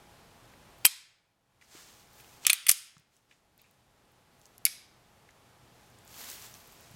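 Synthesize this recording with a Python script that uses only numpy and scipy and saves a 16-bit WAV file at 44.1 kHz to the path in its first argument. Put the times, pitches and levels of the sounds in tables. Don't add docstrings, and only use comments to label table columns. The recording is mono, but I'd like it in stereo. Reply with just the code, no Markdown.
import sys
import numpy as np
from scipy import signal
from scipy.fft import rfft, irfft, next_fast_len
from scipy.io import wavfile
from scipy.ndimage import uniform_filter1d, map_coordinates

SR = 44100
rng = np.random.default_rng(int(sys.argv[2]) if len(sys.argv) > 2 else 0)


def how_loud(loudness_db):
    steps = np.asarray(loudness_db, float) / 20
    return 10 ** steps


def pcm_store(signal):
    levels = np.round(np.clip(np.atleast_2d(signal), -1, 1) * 32767)
    wavfile.write(sys.argv[1], SR, levels.astype(np.int16).T)


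N = 306881


def along(points, hz):
    f, v = np.transpose(points)
    return np.interp(np.log(hz + 1), np.log(f + 1), v)


def filtered(x, response):
    m = next_fast_len(x.shape[-1] + 2048)
    spectrum = rfft(x, m) * response(np.fft.rfftfreq(m, 1 / SR))
    return irfft(spectrum, m)[..., :x.shape[-1]]


def wobble(rate):
    knots = rng.standard_normal(int(N * rate / SR) + 4)
    return map_coordinates(knots, [np.arange(N) * rate / SR])


def peaked(x):
    return x / np.abs(x).max()


def add(track, s, sound):
    part = track[..., round(s * SR):][..., :sound.shape[-1]]
    part += sound[..., :part.shape[-1]]


def scuff(t60, size=4096):
    t = np.arange(size) / SR
    attack = 1 - np.exp(-t / 0.00026)
    return rng.standard_normal(size) * attack * how_loud(-60 * t / max(t60, .001))


def ducking():
    # (t/s, depth/dB, hold/s, recovery/s)
    ducks = [
        (0.86, 18, .55, 0.44),
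        (2.5, 15.5, 0.11, .6),
        (2.7, 16.5, 0.36, 1.36),
        (4.66, 8, 0.047, 0.972),
    ]
    sink_db = 1
    losses = []
    for s, depth_db, hold, recovery in ducks:
        after = np.arange(N) / SR - s
        creep = depth_db * np.exp(-np.maximum(after - hold, 0) / recovery)
        sink = sink_db * np.clip(1 - after / hold, 0, 1)
        losses.append((after > 0) * (creep + sink))
    return np.max(losses, axis=0)


def hum():
    # (f/Hz, level/dB per Hz)
    hum_colour = [(12, -37.5), (20, -5.5), (44, -3.5), (90, -4), (123, -3.5), (268, -5), (355, -6),
                  (554, -8), (819, -9), (1080, -10.5), (1280, -12), (2060, -17.5), (6120, -25),
                  (13400, -29.5), (15800, -37)]
    # (f/Hz, correlation)
    likeness = [(60, -0.1), (130, -0.1), (290, -0.63), (640, -0.39), (1410, -0.28), (3100, 0.34),
                (6820, 0.32), (15000, 0.05)]
    # (f/Hz, width/Hz, level over the hum/dB)
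    fan_lines = [(119.67, 3.3, 0.5), (690, 9, -5.5)]
    open_gain_db = -61.5
    whistle_hz, whistle_drift_hz, whistle_db = 832, 9, -8

    def mid_side(hz):
        lines = sum(how_loud(db) / (1 + ((hz - centre) / width) ** 2) for centre, width, db in fan_lines)
        turn = np.arccos(np.clip(along(likeness, hz), -1, 1)) / 2
        return how_loud(along(hum_colour, hz)) * (1 + lines) * [np.cos(turn), np.sin(turn)]

    mid, side = filtered(rng.standard_normal((2, N)), mid_side)
    scale = np.std(filtered(mid, lambda hz: (hz > 60) & (hz < 500)))
    level = open_gain_db - uniform_filter1d(ducking(), size=800) + 0.27 * wobble(19.0)
    turns = np.cumsum(whistle_hz + whistle_drift_hz * wobble(7.3)) / SR
    whistle = how_loud(whistle_db + 1.4 * wobble(3)) * np.sin(2 * np.pi * turns)
    return how_loud(level) * (np.array([mid + side, mid - side]) / scale + whistle)


def rustle():
    # (f/Hz, level/dB per Hz)
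    cloth_colour = [(120, -54.5), (200, -10.5), (423, -5), (490, -6.5), (879, -3), (2890, -2.5),
                    (7070, -1.5), (10200, -7.5), (12500, -4.5), (15800, -7)]
    # (peak t/s, peak level/dB, 20 dB rise/ms, 20 dB fall/ms, brightness/dB)
    sleeve = [(1.95, -62, 179.5, 599.5, -2.5), (2.2, -60, 109.5, 400, 2), (2.35, -62, 202, 250.5, -4),
              (3.156, -70.5, 59.5, 170, -4), (4.452, -70, 118, 149.5, 0.5), (5.79, -69.5, 99.5, 500, -3),
              (6.11, -60, 75, 300, -1.5), (6.22, -48.5, 138, 419.5, 2), (6.32, -47.5, 191, 400.5, 1.5),
              (6.45, -54.5, 90, 145, -1.5), (6.542, -57, 13, 53, -3), (6.74, -62.5, 196, 800, -1)]
    hands = [
        (1.617, -61.5, 7.6, 130, -8.5),
        (1.69, -65.5, 49, 200, -3),
        (1.77, -50, 100.1, 330, -6.5),
        (2.445, -51.5, 40, 30, -7.5),
        (3.314, -66.5, 32, 140, -12),
        (3.6, -69, 47, 300, -7.5),
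        (4.56, -70.5, 70, 50, -7),
        (6.03, -68.5, 200, 100, -6),
        (6.95, -60.5, 400, 800, -12),
    ]
    sleeve_left_db, hands_left_db = 7, 1.5
    slips = rng.standard_normal((2, N)) * how_loud(1.4 * wobble(700) + 0.68 * wobble(60) + 0.76 * wobble(18))
    slips[1] = .95 * slips[1] - .3 * slips[0]
    cloth = filtered(slips, lambda hz: how_loud(along(cloth_colour, hz)))
    dull = filtered(cloth, lambda hz: 1 / (1 + (hz / 10000) ** 12))
    scale = np.std(filtered(cloth[0], lambda hz: (hz > 1500) & (hz < 8000)))
    ms = np.arange(7000)
    power = np.zeros((4, len(ms)))
    for strokes, left_db in (sleeve, sleeve_left_db), (hands, hands_left_db):
        pan_db = np.array([[left_db / 2], [-left_db / 2]])
        for s, db, rise_ms, fall_ms, bright_db in strokes:
            late = ms - s * 1000
            swell_db = db + 1.0 - 20 * np.where(late < 0, (late / rise_ms) ** 2, late / fall_ms)
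            power += how_loud(swell_db + np.vstack([pan_db, bright_db + pan_db])) ** 2
    gain = np.array([np.interp(np.arange(N) / SR * 1000, ms, np.sqrt(row)) for row in power])
    return (gain[:2] * dull + gain[2:] * (cloth - dull)) / scale


def ticks():
    # (t/s, peak level/dB, f/Hz, t60/s, left-right/dB)
    creaks = [(0.5365, -49, 2057, 0.033, -7), (1.6124, -50, 2160, 0.031, -4.5),
              (1.6218, -50, 2020, 0.02, -8), (2.1997, -51, 2524, .02, 14), (2.245, -48.5, 2595, .011, 11),
              (2.9667, -50, 1300, 0.012, 0.5), (3.3114, -49, 2220, .04, 0), (3.322, -54.5, 2200, .05, 0),
              (3.588, -58, 3920, 0.22, 0.5), (3.593, -57, 2420, 0.11, -1), (3.641, -58, 2365, 0.2, 2),
              (5.2891, -47, 1950, 0.029, -4.5), (5.308, -51.5, 5790, 0.0051, 2)]
    # (t/s, peak level/dB)
    creases = [(4.5804, -48.5), (2.981, -50.5), (3.1662, -56), (4.4148, -49.5), (4.4557, -46.5),
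               (4.4647, -50.5), (5.987, -51), (6.0769, -44.5), (6.3003, -32), (6.3146, -34.5),
               (6.4229, -39.5), (6.5404, -39.5)]
    # (t/s, peak level/dB)
    fibres = [(0.7846, -53), (2.1329, -50), (2.2077, -42), (2.2804, -52), (2.3401, -52), (2.9982, -54),
              (3.5781, -48.5), (3.6168, -44), (3.7106, -56), (4.1184, -53.5), (4.3957, -53), (4.5804, -39),
              (5.9005, -56), (6.05, -47.5), (6.3396, -38), (6.6735, -44.5), (6.7231, -47), (6.737, -50),
              (6.8085, -45), (6.9125, -47)]
    # (t/s, peak level/dB, f/Hz, t60/s)
    thuds = [
        (0.8499, -13, 955, 0.011),
        (.859, -31, 895, 0.0074),
        (1.750, -39, 330, 0.02),
        (2.4675, -31.5, 802, 0.0079),
        (2.4983, -32, 1015, 0.012),
        (2.692, -24.5, 702, .012),
        (2.9669, -49, 150, 0.054),
        (2.994, -58, 148.7, 0.055),
        (6.908, -47, 114, 0.077),
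        (6.941, -45, 152, 0.13),
    ]
    crackle_t60 = .007
    crackles = []
    for snaps, hz, left_db in (creases, 6700, 13.5), (fibres, 13700, 6.5):
        for s, db in snaps:
            crackles.append((s, db, hz * (1 + .08 * rng.normal()), crackle_t60, left_db))
    out, t = np.zeros((2, N)), np.arange(SR // 5) / SR
    for s, db, centre_hz, t60, left_db in [*creaks, *crackles]:
        width = centre_hz * min(.45, np.sqrt(.012 / t60))
        band = lambda f: (1j * f * width / (centre_hz ** 2 - f * f + 1j * f * width)) ** 1.5
        add(out, s, peaked(filtered(scuff(t60), band)) * how_loud(db + left_db * np.array([[.5], [-.5]])))
    for s, db, hz, t60 in thuds:
        push = how_loud(db - 60 * t / t60) * (1 - np.exp(-t / 0.0012))
        add(out, s, push * np.sin(2 * np.pi * hz * t))
    return out


def room(x):
    # (f/Hz, t60/s)
    decay = [(200, .1), (700, .25), (1500, 0.83), (3000, 0.62), (6000, 0.52), (10000, .38), (15000, 0.32)]
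    # (f/Hz, level/dB)
    reverb_colour = [(150, -11.5), (800, -2.5), (1500, -3), (2500, -4), (4000, 1), (6000, 0), (8000, -3),
                     (11000, -6.5), (14000, -8.5), (16000, -8.5)]
    out, step = np.zeros((2, N)), SR // 2
    for start in range(0, N, step):
        noise = rng.standard_normal((2, SR // 2))
        part = x[None, start:start + step]
        if np.abs(part).max() > 1e-5:
            hz, t, z = signal.stft(noise, SR, nperseg=256)
            fade_db = along(reverb_colour, hz)[:, None] - 60 * t / along(decay, hz)[:, None]
            tail = signal.istft(z * how_loud(fade_db), SR, nperseg=256)[1]
            wet = signal.fftconvolve(part, tail / np.linalg.norm(tail[0]), axes=1)
            add(out, start / SR + 0.0033, wet)
    return out


def blow(t60):
    force = .55 * scuff(t60)
    force[8] += 2
    return force


def ring(force, modes):
    t = np.arange(len(force)) / SR
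    body = np.zeros(len(t))
    for k, (hz, db, t60) in enumerate(modes):
        decay = how_loud(db + rng.normal(0, 2) - 60 * t / t60)
        body += (-1) ** k * decay * np.sin(2 * np.pi * hz * t)
    return peaked(signal.fftconvolve(force, body)[:len(t)])


def blurred(sound):
    power = uniform_filter1d(uniform_filter1d(np.abs(rfft(sound)) ** 2, size=180), size=180)
    return np.roll(irfft(np.sqrt(np.abs(power))), 64)[:256]


def pistol():
    # (t/s, frame level/dB, barrel level/dB, small steel level/dB)
    first_click = [
        (0.847, -22.5, -26, -29.5),
        (0.8503, -4.5, -10, -4.5),
        (0.8522, -11, -14.5, -6.5),
        (0.8531, -13.5, -2.5, 3.5),
        (0.8592, -20, -18.5, -3.5),
        (0.8646, -16.5, -23, -4.5),
        (0.8695, -24, -23, -22),
        (0.876, -29, -35, -31.5),
    ]
    second_click = [
        (4.6522, -20.5, -11.5, -1),
        (4.6533, -21.5, -18, -6),
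        (4.6563, -26, -23, -19),
        (4.6606, -34, -26, -30),
        (4.6639, -18, -25, -20.5),
        (4.668, -32, -29.5, -28),
        (4.676, -46.5, -45, -39),
    ]
    pull = [
        (2.4495, -23, -29.5, -36.5),
        (2.4527, -19.5, -35.5, -41),
        (2.4655, -16.5, -25.5, -26),
        (2.4671, -7.5, -5, -0.5),
        (2.481, -18.5, -25, -30.5),
        (2.497, -5, -16.5, -15),
        (2.5005, -5, -11.5, -5),
        (2.5312, -32, -27, -15),
        (2.5311, -12, -16.5, -2.5),
    ]
    release = [(2.6666, -17.5, -30, -17), (2.669, -27, -33, -14.5), (2.6848, -21.5, -17, -12),
               (2.6888, -16, -16.5, -8.5), (2.6906, -12.5, -13, -8.5), (2.693, -21.5, -6, 4),
               (2.694, -6.5, -13, -8), (2.7015, -18, -23, -8), (2.713, -27.5, -9.5, -13.5),
               (2.715, -21, -25, -4.5), (2.7169, -22, -27, -13.5)]
    # (t/s, ring level/dB)
    slams = [
        (2.5012, -12.5),
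        (2.6648, -27.5),
        (2.669, -27.5),
        (2.6897, -11.5),
        (2.6925, -12),
        (2.7003, -18),
        (2.7165, -28),
    ]
    frame_first = [(1270, -14, .04), (2180, -1, .007), (2750, -3, .006), (3160, -14, .07), (3200, -3, .005),
                   (3700, -6, .004), (4200, -9, .004)]
    frame_racked = [(1200, -15, .02), (2000, -2, .005), (2400, -4, .007), (2850, -2, .005),
                    (3500, -3, .004), (4200, -6, .004), (2480, -25, .08)]
    frame_turned = [(1400, -14, .008), (2230, 0, .016), (2900, -3, .005), (3800, -8, .004),
                    (2300, -20, .09)]
    striker_first = [(8200, -4, .008), (9000, -6, .005), (9800, -3, .006), (10600, -3, .005),
                     (11700, 0, .008), (12150, -9, .012), (14200, -11, .004)]
    striker_turned = [(4700, -7, .006), (8950, -8, .005), (10500, 0, .004), (11800, 1, .004),
                      (13700, -10, .004), (15200, -14, .003)]
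    barrel = [(4750, -2, .005), (5500, -2, .004), (6300, -1, .004), (7300, 0, .004)]
    rails = [(8700, -3, .004), (9900, -4, .004), (11500, 0, .004), (13400, -5, .004), (15300, -5, .003)]
    slide = [(8880, -5, .03), (9040, 0, .03), (9200, -6, .025), (9050, -34, .35)]
    rack_t60 = .006

    rack = np.array([*pull, *release])
    rack = np.concatenate([rack, rack + np.array([0.0091, -14.5, -15.5, -25])])
    actions = [  # contacts, frame, small steel, contact t60/s, room level/dB
        (first_click, frame_first, striker_first, .0058, -4),
        (second_click, frame_turned, striker_turned, .0038, 2.5),
        (rack, frame_racked, rails, rack_t60, .1)]
    out = np.zeros((4, N))
    for contacts, frame, steel, t60, room_db in actions:
        for k, (s, frame_db, barrel_db, steel_db) in enumerate(contacts):
            force = blow(t60)
            snap = peaked(np.diff(force, prepend=0))
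            sound = how_loud(frame_db) * ring(force, frame) + how_loud(barrel_db) * ring(force, barrel)
            sound += how_loud(steel_db) * (ring(force, steel) + .25 * snap)
            add(out[0], s, sound)
            path = out[1 + k % 3]
            add(path, s, how_loud(room_db - 2.5) * blurred(sound))
            add(path, s, how_loud(room_db - 10.5) * sound)
    for s, db in slams:
        add(out[:2], s, how_loud([[db], [db - 2]]) * ring(blow(rack_t60), slide))
    steepness = np.array([[5], [2.2], [2.2], [2.2]])
    return filtered(out, lambda hz: (1j * hz / (1150 + 1j * hz) + 1e-9) ** steepness)


def ports(x, around):
    # (f/Hz, left-right/dB)
    lean = [(200, -3.5), (700, -1), (1500, -3), (2500, -6.5), (4400, -0.5), (8000, -3.5), (15000, -1)]
    side, lag_s = np.array([[.5], [-.5]]), .9 / SR
    direct = filtered(x, lambda hz: how_loud(side * along(lean, hz)) * np.exp(-2j * np.pi * hz * side * lag_s))
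    bench = np.array([scuff(.03, size=2048), scuff(.04, size=2048)])
    echoes = signal.fftconvolve(around[None], bench / np.linalg.norm(bench[0]), axes=1)[:, :N]
    return direct + how_loud(-9) * echoes


def scene():
    gun, *around = pistol()
    small = ticks()
    tails = how_loud(-14.5) * sum(map(room, around)) + how_loud(-17.5) * room(small.mean(0))
    quiet = filtered(tails + small + rustle() + hum(), lambda hz: hz < 15900)
    return how_loud(0.96) * ports(gun, sum(around)) + quiet


def band_limit(x):
    return signal.sosfilt(signal.butter(12, 16630, fs=SR, output="sos"), x)


def record(dry):
    thump = filtered(dry ** 2, lambda hz: (1j * hz / (90 + 1j * hz)) ** 4 / (1 + 1j * hz / 900))
    clipped = np.clip(filtered(dry, lambda hz: hz < 16700), -1, 1)
    heard = clipped - how_loud([[-23], [-29]]) * thump
    mix = filtered(heard, lambda hz: 1j * hz / (35 + 1j * hz))
    return band_limit(mix)


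dry = scene()
out = record(dry)
pcm_store(out)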